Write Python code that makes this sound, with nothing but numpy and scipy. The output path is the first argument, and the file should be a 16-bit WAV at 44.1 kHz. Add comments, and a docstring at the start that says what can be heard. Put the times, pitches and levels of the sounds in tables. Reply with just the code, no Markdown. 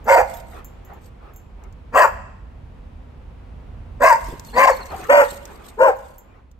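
"""A large dog's six hoarse barks ring out close by, at a playmate in a car park; cars and a far wall answer.
Each bark is two frequency-modulated tones of the vocal folds with noise-filled rasp, shaped by throat and jaw.
Collar tags ring as damped modes, claws and paws strike as decaying noise, and coats and harnesses rub in grains.
Coloured noise makes the panting and the distant traffic; short swept sines make thin whines."""
import sys
import numpy as np
from scipy import signal
from scipy.fft import rfft, irfft, next_fast_len
from scipy.io import wavfile
from scipy.ndimage import uniform_filter1d, minimum_filter1d, map_coordinates

SR = 44100
rng = np.random.default_rng(int(sys.argv[2]) if len(sys.argv) > 2 else 0)


def to_wav(s):
    """Save 16-bit WAV."""
    ch = np.atleast_2d(s).T  # columns
    pcm = np.round(np.clip(ch, -1, 1) * 32767)  # PCM
    wavfile.write(sys.argv[1], SR, pcm.astype(np.int16))


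N = 290619

# spectrum of a small hard impact, claw or tag: (frequency [Hz], relative level [dB])
CLAW_SPECTRUM = [(1000, -36.5), (3000, -9.5), (4500, -8.5), (7000, 0), (10000, -18), (14000, -7),
                 (16000, -20.5)]


def amp(db):
    """Level: 20 dB is a tenfold amplitude."""
    return 10 ** (np.asarray(db) / 20)


def unit(x):
    """Normalisation: the root mean square becomes 1."""
    return x / np.sqrt(np.mean(x ** 2) + 1e-20)


def along(points, hz):
    """Logarithmic frequency scale: interpolates (frequency [Hz], value) points."""
    f, v = np.transpose(points)
    return np.interp(np.log(hz + 1), np.log(f + 1), v)


def curves(rows, t):
    """Envelopes: interpolates each column after the time, at the times t."""
    s, *columns = np.transpose(rows)
    return [np.interp(t, s, column) for column in columns]


def wobble(rate, size):
    """Slow random modulation: a smooth curve through rate random knots a second."""
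    knots = rng.standard_normal(int(size * rate / SR) + 4)
    return map_coordinates(knots, [np.arange(size) * rate / SR])


def filtered(x, response):
    """Linear filtering: multiplies the spectrum of x by a response of frequency."""
    n = x.shape[-1]
    m = next_fast_len(n + 8192)
    return irfft(rfft(x, m) * response(np.fft.rfftfreq(m, 1 / SR)), m)[..., :n]


def noise(spectrum, size, width=0.83):
    """Spectral colouring: filtered stereo noise of rms 1; width is the ratio of side to mid."""
    mid, side = filtered(rng.standard_normal((2, size)), lambda hz: amp(along(spectrum, hz)))
    return unit(np.array([mid + width * side, mid - width * side]))


def pan(db):
    """Level difference between the channels: left and right gains of constant power."""
    power = (amp(db) + amp(-db)) / 2
    return np.reshape(amp([db / 2, -db / 2]) / np.sqrt(power), (2, -1))


def add(track, s, sound):
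    """Superposition: mixes a sound in at s seconds."""
    start = max(round(s * SR), 0)
    part = track[..., start:start + sound.shape[-1]]
    part += sound[..., :part.shape[-1]]


def swells(rows):
    """Amplitude envelope: a rounded swell for each (middle [s], length [s], level [dB]) row."""
    t = np.arange(N) / SR
    return sum(amp(db) * np.exp(-np.abs(2 * (t - s) / length) ** 3) for s, length, db in rows)


def patchy(x):
    """Random gain field: grainy peaks and gaps wander through the noise's spectrum."""
    depth_db = 4.5
    z = signal.stft(x, nperseg=512)[2]
    across_hz = uniform_filter1d(rng.standard_normal(z.shape[1:]), size=3, axis=0)
    field = uniform_filter1d(across_hz, size=5, axis=1)
    return signal.istft(z * amp(depth_db * unit(field)), nperseg=512)[1][:, :x.shape[1]]


def town(rumble_db=3):
    """Broadband noise of many distant sources: traffic rumbles under a faint wash."""
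    # rumble level before rumble_db, and wash level: (time [s], level [dB])
    rumble_level = [(0, -40.5), (1.3, -46.5), (2.2, -41.5), (3.2, -42.5), (3.95, -38.5), (4.6, -43),
                    (6.59, -51.5)]
    wash_level = [(0, -47), (1.5, -53.5), (2.6, -51.5), (3.9, -50.5), (5.5, -47), (6.59, -61)]
    # spectra of both: (frequency [Hz], relative level [dB])
    rumble_spectrum = [(12, -40.5), (20, -10.5), (43, 2), (59, -0.5), (72, 0), (108, -10.5), (221, -17.5),
                       (253, -17.5), (300, -28.5), (390, -58.5), (660, -120)]
    wash_spectrum = [(120, -48), (200, -6.5), (451, -9), (494, -6.5), (560, -11), (912, -12), (1690, -21.5),
                     (2550, -24), (5170, -38), (15000, -51.5)]
    t = np.arange(N) / SR
    rumble_gain = amp(curves(rumble_level, t)[0] + rumble_db)
    rumble = rumble_gain * noise(rumble_spectrum, N, width=0.15) * pan(-2.5)
    wash_gain = amp(curves(wash_level, t)[0] + 0.72 * wobble(3, N))
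    return rumble + wash_gain * noise(wash_spectrum, N, width=0.82)


def panting():
    """Breath noise through resonances: soft puffs leave a dog's open muzzle."""
    # puffs of breath: (middle [s], length [s], level [dB])
    puffs = [(0.573, 0.095, -41), (0.928, 0.12, -47), (1.271, 0.12, -47.5), (1.635, 0.13, -53),
             (4.806, 0.06, -36.5), (4.929, .07, -33.5), (5.019, 0.12, -35), (5.498, 0.075, -43),
             (5.643, 0.19, -46.5), (6.34, 0.1676, -53.5)]
    # resonances of the open muzzle: (frequency [Hz], relative level [dB])
    muzzle = [(200, -15), (400, 5), (580, -4.5), (800, 2), (970, -4), (1200, 2.5), (1600, -9), (2400, -11),
              (3100, -20), (4000, -25.5), (8000, -41)]
    return swells(puffs) * unit(patchy(noise(muzzle, N, width=0.75)))


def rubbing(grain_db=3, fits_db=3):
    """Friction noise: fur and harness rub in grains, by fits and starts in the tussle."""
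    # single rubs, and steady rubbing while the dogs wrestle: (middle [s], length [s], level [dB])
    scuffs = [(.34, 0.16, -48.5), (.53, 0.14, -56), (1.05, 0.078, -59), (4.27, 0.15, -47),
              (4.76, 0.045, -51.5), (5.3, 0.13, -39.5), (5.675, .05, -49), (6.05, 0.27, -59)]
    tussle = [(4.95, 1.31, -51.5)]
    # spectrum of the rubbing: (frequency [Hz], relative level [dB])
    scuff_spectrum = [(1470, -29), (2500, -7), (4240, -5), (5560, -10), (8600, -3), (10500, -26),
                      (12700, -2.5), (16000, -31)]
    strength = swells(scuffs) + swells(tussle) * amp(fits_db * wobble(25, N))
    grains = patchy(noise(scuff_spectrum, N)) * amp(grain_db * wobble(150, N))
    return strength * unit(grains)


def paws(level_db=-7):
    """Soft impact: a yielding pad lands with a brief rise and a low, decaying thud."""
    # landings, before level_db: (time [s], level [dB])
    landings = [(4.285, -22.5), (4.323, -20.5), (4.905, -31), (4.948, -30), (5.027, -28.5), (5.322, -29),
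                (5.826, -23)]
    # spectrum of a thud: (frequency [Hz], relative level [dB])
    pad = [(40, -11), (90, -0.5), (200, -9.5), (420, -8), (800, -21), (3000, -49.5)]
    t60_s, rise_s = 0.12, 0.0006
    out, t = np.zeros((2, N)), np.arange(SR // 4) / SR
    for s, db in landings:
        envelope = amp(db + level_db - 60 * t / t60_s) * (1 - np.exp(-t / rise_s))
        add(out, s, envelope * noise(pad, len(t), width=0.19))
    return out


def ticking(level_db=-5):
    """Hard impact: claws and buckles excite abrupt, exponentially decaying noise."""
    # ticks, before level_db: (time [s], level [dB])
    ticks = [(0.4003, -44), (1.6377, -46), (1.726, -49), (4.3959, -29), (4.4485, -35), (4.857, -35),
             (5.0408, -36), (5.454, -29), (6.5141, -50)]
    t60_s = 0.028
    out, t = np.zeros((2, N)), np.arange(SR // 4) / SR
    for s, db in ticks:
        add(out, s, amp(db + level_db - 60 * t / t60_s) * noise(CLAW_SPECTRUM, len(t), width=1.0))
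    return out


def tags(level_db=-5.5, click=0.29):
    """Modal vibration: each clink rings the metal tag's damped modes at new strengths."""
    # clinks, before level_db: (time [s], level [dB])
    clinks = [(0.0438, -44), (0.3455, -36.5), (0.3706, -40.5), (0.646, -36), (0.849, -46.5), (0.935, -51),
              (1.336, -49.5), (1.3613, -39.5), (5.965, -49), (6.1826, -40.5)]
    # modes of the tag: (frequency [Hz], mean relative level [dB], decay by 60 dB [s])
    modes = [(6440, -11, 0.17), (7240, -4.5, 0.18), (13240, -10, 0.19), (13400, 3.5, .06), (15710, -19, .1)]
    click_t60_s = 0.011
    out, t = np.zeros((2, N)), np.arange(SR // 2) / SR
    for s, db in clinks:
        ring = 0
        for hz, mode_db, t60 in modes:
            strength_db = mode_db + rng.normal(0, 2, (2, 1))  # drawn for each channel
            ring = ring + amp(strength_db - 60 * t / t60) * np.sin(2 * np.pi * hz * t)
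        contact = click * amp(-60 * t / click_t60_s) * noise(CLAW_SPECTRUM, len(t))
        add(out, s, amp(db + level_db) * (ring + contact))
    return out


def whining():
    """Frequency modulation: thin, broken whistles glide and waver as the dog lunges."""
    # whines: (start [s], end [s], first mean pitch [Hz], last mean pitch [Hz], level [dB])
    whines = [(4.451, 4.507, 4350, 4240, -54), (4.525, 4.56, 4200, 4460, -47),
              (4.552, 4.624, 4550, 4780, -43), (4.70, 4.755, 4550, 4180, -46.5),
              (4.764, 4.785, 4250, 4350, -47.5), (4.789, 4.84, 4320, 4170, -47.5),
              (4.886, 4.912, 4130, 4400, -52), (4.897, 5.051, 810, 738, -46.5)]
    waver, flutter_db = .028, 7  # random share of the pitch, random swing of the level
    out = np.zeros((2, N))
    for start, end, first_hz, last_hz, db in whines:
        n = int(max(end - start, .01) * SR)
        hz = np.linspace(first_hz, last_hz, n) * (1 + waver * wobble(300, n))
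        swell = unit(np.hanning(n) ** .5 * amp(flutter_db * wobble(100, n)))
        whistle = unit(np.sin(2 * np.pi * np.cumsum(hz) / SR))
        add(out, start, amp(db) * swell * whistle)
    return out


def gesture(row, t):
    """Articulation: the jaw opens and shuts, bending pitch and level, and the voice catches once."""
    (start, length, attack, closing_s, low_hz, high_hz, high_fall, low_db, high_db, rasp_db,
     drift_db, surge_s, period_s, catch_s, catch_db) = row
    low_scoop, high_scoop, low_fall = .25, .17, .16  # shares of pitch: missing at the start, lost at the end
    # climb of the attack, loss as the jaw shuts, dying after the end
    onset_db, closing_db, release_db_per_s = 33.5, 5, 1499
    rasp_open_db = 1.5  # an open mouth lets out more rasp
    low_surge_db, high_surge_db = 3.5, 2.5  # the two tones trade strength to and fro
    catch_width_s = 0.0061  # from the catch's middle to 1/e of its depth
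    grunt_db, grunt_s = -23, 0.024  # gain over the rasp's base level, time of its crest
    jaw_lag = 2.1  # opening time in attack times
    age = t - start
    opening = np.clip(1 - age / (jaw_lag * attack), 0, 1) ** 2  # 1 at the start, 0 once open
    closing = np.clip(1 + (age - length) / closing_s, 0, 1)
    shut = closing ** 2
    catch = np.exp(-((age - catch_s) / catch_width_s) ** 2)
    effort_db = (-onset_db * np.clip(1 - age / attack, 0, 1) ** 1.36 - closing_db * shut
                 - catch_db * catch - release_db_per_s * np.maximum(age - length, 0))
    surge = np.cos(2 * np.pi * (age - surge_s) / period_s)
    drift = drift_db * (2 * np.clip(age / length, 0, 1) - 1)
    slack = np.sin(np.pi / 2 * np.clip(age / grunt_s, 0, 2)) + .5 * catch
    return (low_hz * (1 - low_scoop * opening - low_fall * shut),
            high_hz * (1 - high_scoop * opening - high_fall * np.sin(np.pi / 2 * closing) ** 2),
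            low_db + effort_db - drift + low_surge_db * surge,
            high_db + effort_db + drift - high_surge_db * surge,
            rasp_db + effort_db - rasp_open_db * (opening + shut),
            amp(rasp_db + grunt_db) * slack)


def fold(hz, rough):
    """Jitter and shimmer: roughness shakes a fold mode's period and swing; gives phase and swing."""
    n, jitter, shimmer_db = len(hz), .055, 4.5
    phase = 2 * np.pi * np.cumsum(hz * (1 + jitter * rough * wobble(324.5, n))) / SR
    return phase, unit(amp(shimmer_db * rough * wobble(210, n)))


def warped(x, stretch):
    """Time scaling: playing x at a changing speed moves its resonances."""
    at = np.cumsum(stretch / np.mean(stretch)) - 1
    return np.array([map_coordinates(row, [at], order=5, mode="mirror") for row in np.atleast_2d(x)])


def bark(row, throat, roughness, delivery, tone_db=-3.0, rasp_db=-1, rasp_low_db=-10, lumps_db=2,
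         jaw=.75, overtone_db=-3.5):
    """Nonlinear phonation: two fold modes collide into sum tones and chop the breath into a rasp."""
    # bright hiss that follows each bark's level: (frequency [Hz], relative level [dB])
    hiss_spectrum = [(3000, -42.5), (4100, -42.5), (4700, 1.5), (5200, -10.5), (5900, -7.5), (7500, -4.5),
                     (9200, -11.5), (10500, -41), (13300, -5.5), (16000, -33.5)]
    # level difference of the hiss: (frequency [Hz], left over right [dB])
    hiss_pan = [(4000, 2), (5500, -7.5), (8000, 1), (11000, 0.2)]
    # phase difference between the two channels, before each bark's scale: (frequency [Hz], phase [rad])
    phase_curve = [(450, 0.078), (1000, 1.03), (1500, 0.85), (2300, 2.56), (5000, 1.4), (8000, 0.26),
                   (13000, .05)]
    hiss_db, low_pan_db, high_pan_db, phase_scale = delivery
    start, end = row[0], row[0] + row[1]
    t = np.arange(start - .02, end + .03, 1 / SR)
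    n = len(t)
    low_hz, high_hz, low_db, high_db, air_db, slack = gesture(row, t)
    rough = np.interp(t, [start, end], roughness)
    gate = amp(-3000 * np.maximum(start - t, 0))  # steep rise up to the start

    low, low_swing = fold(low_hz, rough)
    high, high_swing = fold(high_hz, rough)
    low_tone = amp(low_db) * low_swing * np.sin(low)
    high_tone = amp(high_db) * high_swing * np.sin(high)
    tones = np.sqrt(2) * (low_tone + high_tone)
    # slack folds sound an octave down, at the start and in the catch
    grunt = slack * low_swing * np.sin(low / 2)

    def mouth(hz):
        """Resonance: the throat's response, weakened below about 1.3 kHz."""
        return amp(along(throat, hz) + along([(1050, rasp_low_db), (1350, 0.0019)], hz))

    def upper(x):
        """Band level: the part above 1250 Hz gets a standard deviation of 1."""
        return x / np.std(filtered(x, lambda hz: hz > 1250))

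    # the colliding folds add overtones and sums of the two tones
    sums = (np.sin(low + high) + np.sin(2 * high) + np.sin(2 * low + high)
            + np.sin(low + 2 * high) + np.sin(3 * high))
    overtones = amp(overtone_db) * upper(filtered(high_swing * sums, mouth))
    # turbulence escapes in uneven puffs, once a cycle of the low tone
    puffs = (1 + 0.49 * np.cos(low)) * amp(lumps_db * wobble(239.3, n))
    breath = filtered(patchy(puffs * rng.standard_normal((1, n))), mouth)
    # its resonances rise and fall with the jaw, like the high tone
    stretch = np.maximum(high_hz / high_hz.max(), .75) ** jaw
    rasp = upper(warped(breath, stretch))
    edge = amp(rasp_db) * (np.sqrt(1 - rough) * overtones + np.sqrt(rough) * rasp)
    voice = gate * (amp(tone_db) * tones + grunt + amp(air_db) * edge)
    hiss = gate * amp(air_db + hiss_db) * unit(puffs * patchy(noise(hiss_spectrum, n, width=0.13)))

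    voice_pan = [(600, low_pan_db), (950, high_pan_db), (1500, 4.3), (3000, 0.3)]  # (Hz, left over right dB)

    def phase_shift(hz):
        """Phase difference between the two channels, scaled and signed for each bark."""
        return np.exp(.5j * phase_scale * along(phase_curve, hz) * np.array([[1], [-1]]))

    placed_voice = filtered(voice, lambda hz: pan(along(voice_pan, hz)) * phase_shift(hz))
    placed_hiss = filtered(hiss, lambda hz: pan(along(hiss_pan, hz)) * phase_shift(hz))
    return t[0], placed_voice + placed_hiss


def barking():
    """Source and filter: each bark's fold motion meets its own throat."""
    # bark gestures, base levels and pitches before the jaw and effort bend them:
    # (start [s], length [s], attack [s], jaw closing [s], low tone [Hz], high tone [Hz],
    #  fall of the high tone [share], low tone [dB], high tone [dB], rasp [dB],
    #  drift from low to high tone [dB], first surge after the start [s], time between surges [s],
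    #  catch in the voice after the start [s], depth of the catch [dB])
    gestures = [(0.057, 0.16, 0.042, 0.064, 559.1, 948.7, 0.14, -13.5, -10.5, -12.5, 1.5, .047, .043, 0.14, 5),
                (1.927, .13, 0.049, 0.064, 620, 1074, 0.19, -12, -10.5, -9.5, 4, 0.031, .045, 0.1, 3),
                (4.002, .128, 0.042, 0.038, 598.7, 1057, .15, -15.5, -6, -7.5, 8.5, 0.048, 0.042, 0.093, 10.5),
                (4.533, .178, 0.059, .034, 569, 1055, .52, -14.5, -8, -12.5, 3.5, 0.071, 0.048, .133, 17.5),
                (5.085, 0.15, .017, .04, 576.2, 945, .09, -7, -15.5, -13, 1.5, .018, .05, 0.081, 5.5),
                (5.775, 0.13, 0.039, 0.055, 552, 956.3, 0.19, -10, -12, -18, 4, .045, .04, 0.098, 6.5)]
    # throat and mouth of each bark, a list of: (frequency [Hz], relative level per Hz [dB])
    throats = [
        [(150, -67), (250, -29), (407, -20.5), (519, 4), (662, -3), (938, 0.5), (1180, -17.5), (1380, -19),
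         (1720, -23.5), (1950, -24), (2240, -30), (2670, -35.5), (4000, -56.5), (5200, -63.5), (8800, -120)],
        [(150, -82), (250, -29), (326, -15), (694, 9.5), (896, -3.5), (983, 9), (1340, -7.5), (1840, -8),
         (2040, -25.5), (2510, -17), (3480, -41.5), (3770, -64.5), (4000, -33.5), (5200, -76.5), (8800, -120)],
        [(150, -57), (250, -47.5), (330, -25.5), (468, -16.5), (583, 4), (770, -13.5), (1040, 2), (1240, -30),
         (1680, -18.5), (2370, -33.5), (2600, -33.5), (3100, -54.5), (4000, -49), (5200, -83), (8800, -120)],
        [(150, -39.5), (250, -24.5), (426, -23.5), (507, -8.5), (678, -13.5), (816, -6), (896, -21.5),
         (1040, -5), (1300, -36.5), (1800, -23), (2700, -36.5), (2960, -48), (4000, -47.5), (5200, -58.5),
         (8800, -120)],
        [(150, -64), (250, -27), (468, -23.5), (570, -1), (816, -13), (917, -2.5), (1160, -15.5), (1550, -30),
         (1820, -27), (2570, -39), (3210, -40), (3820, -82), (4000, -103), (5200, -133), (8800, -120)],
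        [(150, -68.5), (250, -38), (431, -2.5), (507, -7), (597, 4), (710, -30), (949, -0.5), (1210, -29.5),
         (1440, -22), (1660, -33), (2860, -43.5), (3480, -67), (4000, -46.5), (5200, -86.5), (8800, -120)],
    ]
    # roughness of each bark: (at its start [0-1], at its end [0-1])
    roughnesses = [(.45, .3), (.55, .55), (.65, .06), (.6, .1), (.2, .35), (.35, .35)]
    # (hiss over the rasp's level curve [dB], low tone left over right [dB],
    #  high tone left over right [dB], scale and sign of the phase difference [factor])
    deliveries = [(-19, -5.5, 0.5, -0.9), (-20, -4.5, 6, -0.71), (-18, -6.5, 4, -0.79),
                  (-19.5, 1.5, 6.5, -0.94), (-22.5, -3.5, 5.5, 1.73), (-24.5, 2, 5, 1.53)]
    out = np.zeros((2, N))
    for row, throat, roughness, delivery in zip(gestures, throats, roughnesses, deliveries):
        add(out, *bark(row, throat, roughness, delivery))
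    return out


def reverb(x, decay, delay):
    """Diffuse reverberation: convolution with noise whose frequencies die at their own speeds."""
    hz, t, z = signal.stft(rng.standard_normal((2, SR)), SR, nperseg=256)
    decayed = z * amp(-60 * t / along(decay, hz)[:, None])
    mid, side = signal.istft(decayed, SR, nperseg=256)[1]
    tail = np.array([mid + 0.43 * side, mid - 1.37 * side])
    out = np.zeros((2, N))
    add(out, delay, signal.fftconvolve(x, tail / np.linalg.norm(tail[0]), axes=1))
    return out


def panel_slaps(barks):
    """Specular reflection: the nearest car bodies return delayed copies of the barks."""
    # reflections: (delay [s], left level [dB], right level [dB])
    panels = [(.0043, -18, -25.5), (.019, -30, -22), (.031, -23.5, -11.5), (0.045, -20, -33)]
    out = np.zeros((2, N))
    for delay, left_db, right_db in panels:
        add(out, delay, amp([[left_db], [right_db]]) * barks)
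    return out


def wall_echo(barks, level_db=-33):
    """Discrete echo: a far wall returns the barks late and duller."""
    loss = [(600, 0), (1000, -3.5), (1600, -2.5), (5000, -24.0)]  # (Hz, dB)
    out = np.zeros((2, N))
    add(out, .15, amp(level_db) * filtered(barks, lambda hz: amp(along(loss, hz))))
    return out


def scene(cars_db=-16, yard_db=-24):
    """Superposition: direct sound, the cars' quick answer, the yard's tail and a far wall's echo."""
    # decay of the parked cars' answer and of the yard: (frequency [Hz], decay by 60 dB [s])
    car_decay = [(200, 0.23), (600, 0.18), (2000, .2), (7000, 0.11), (14000, 0.31)]
    yard_decay = [(200, 0.59), (600, 0.69), (1200, 0.78), (3000, 0.86), (7000, 0.79), (14000, 0.28)]
    barks = barking()
    near = barks + whining() + tags() + ticking() + paws() + rubbing() + panting()
    cars = amp(cars_db) * reverb(barks, car_decay, .02)
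    yard = amp(yard_db) * reverb(near, yard_decay, 0.027)
    return near + cars + yard + town() + panel_slaps(barks) + wall_echo(barks)


def record(dry):
    """Peak limiting and band limiting: gain dips around peaks, and the highest treble is removed."""
    ceiling, hold, top_hz = .95, int(.006 * SR), 15900  # full scale 1, samples, Hz
    needed = ceiling / np.maximum(np.abs(dry).max(axis=0), ceiling)
    gain = uniform_filter1d(minimum_filter1d(needed, hold), hold)
    return filtered(dry * gain, lambda hz: hz < top_hz)


dry = scene()
out = record(dry)
to_wav(out)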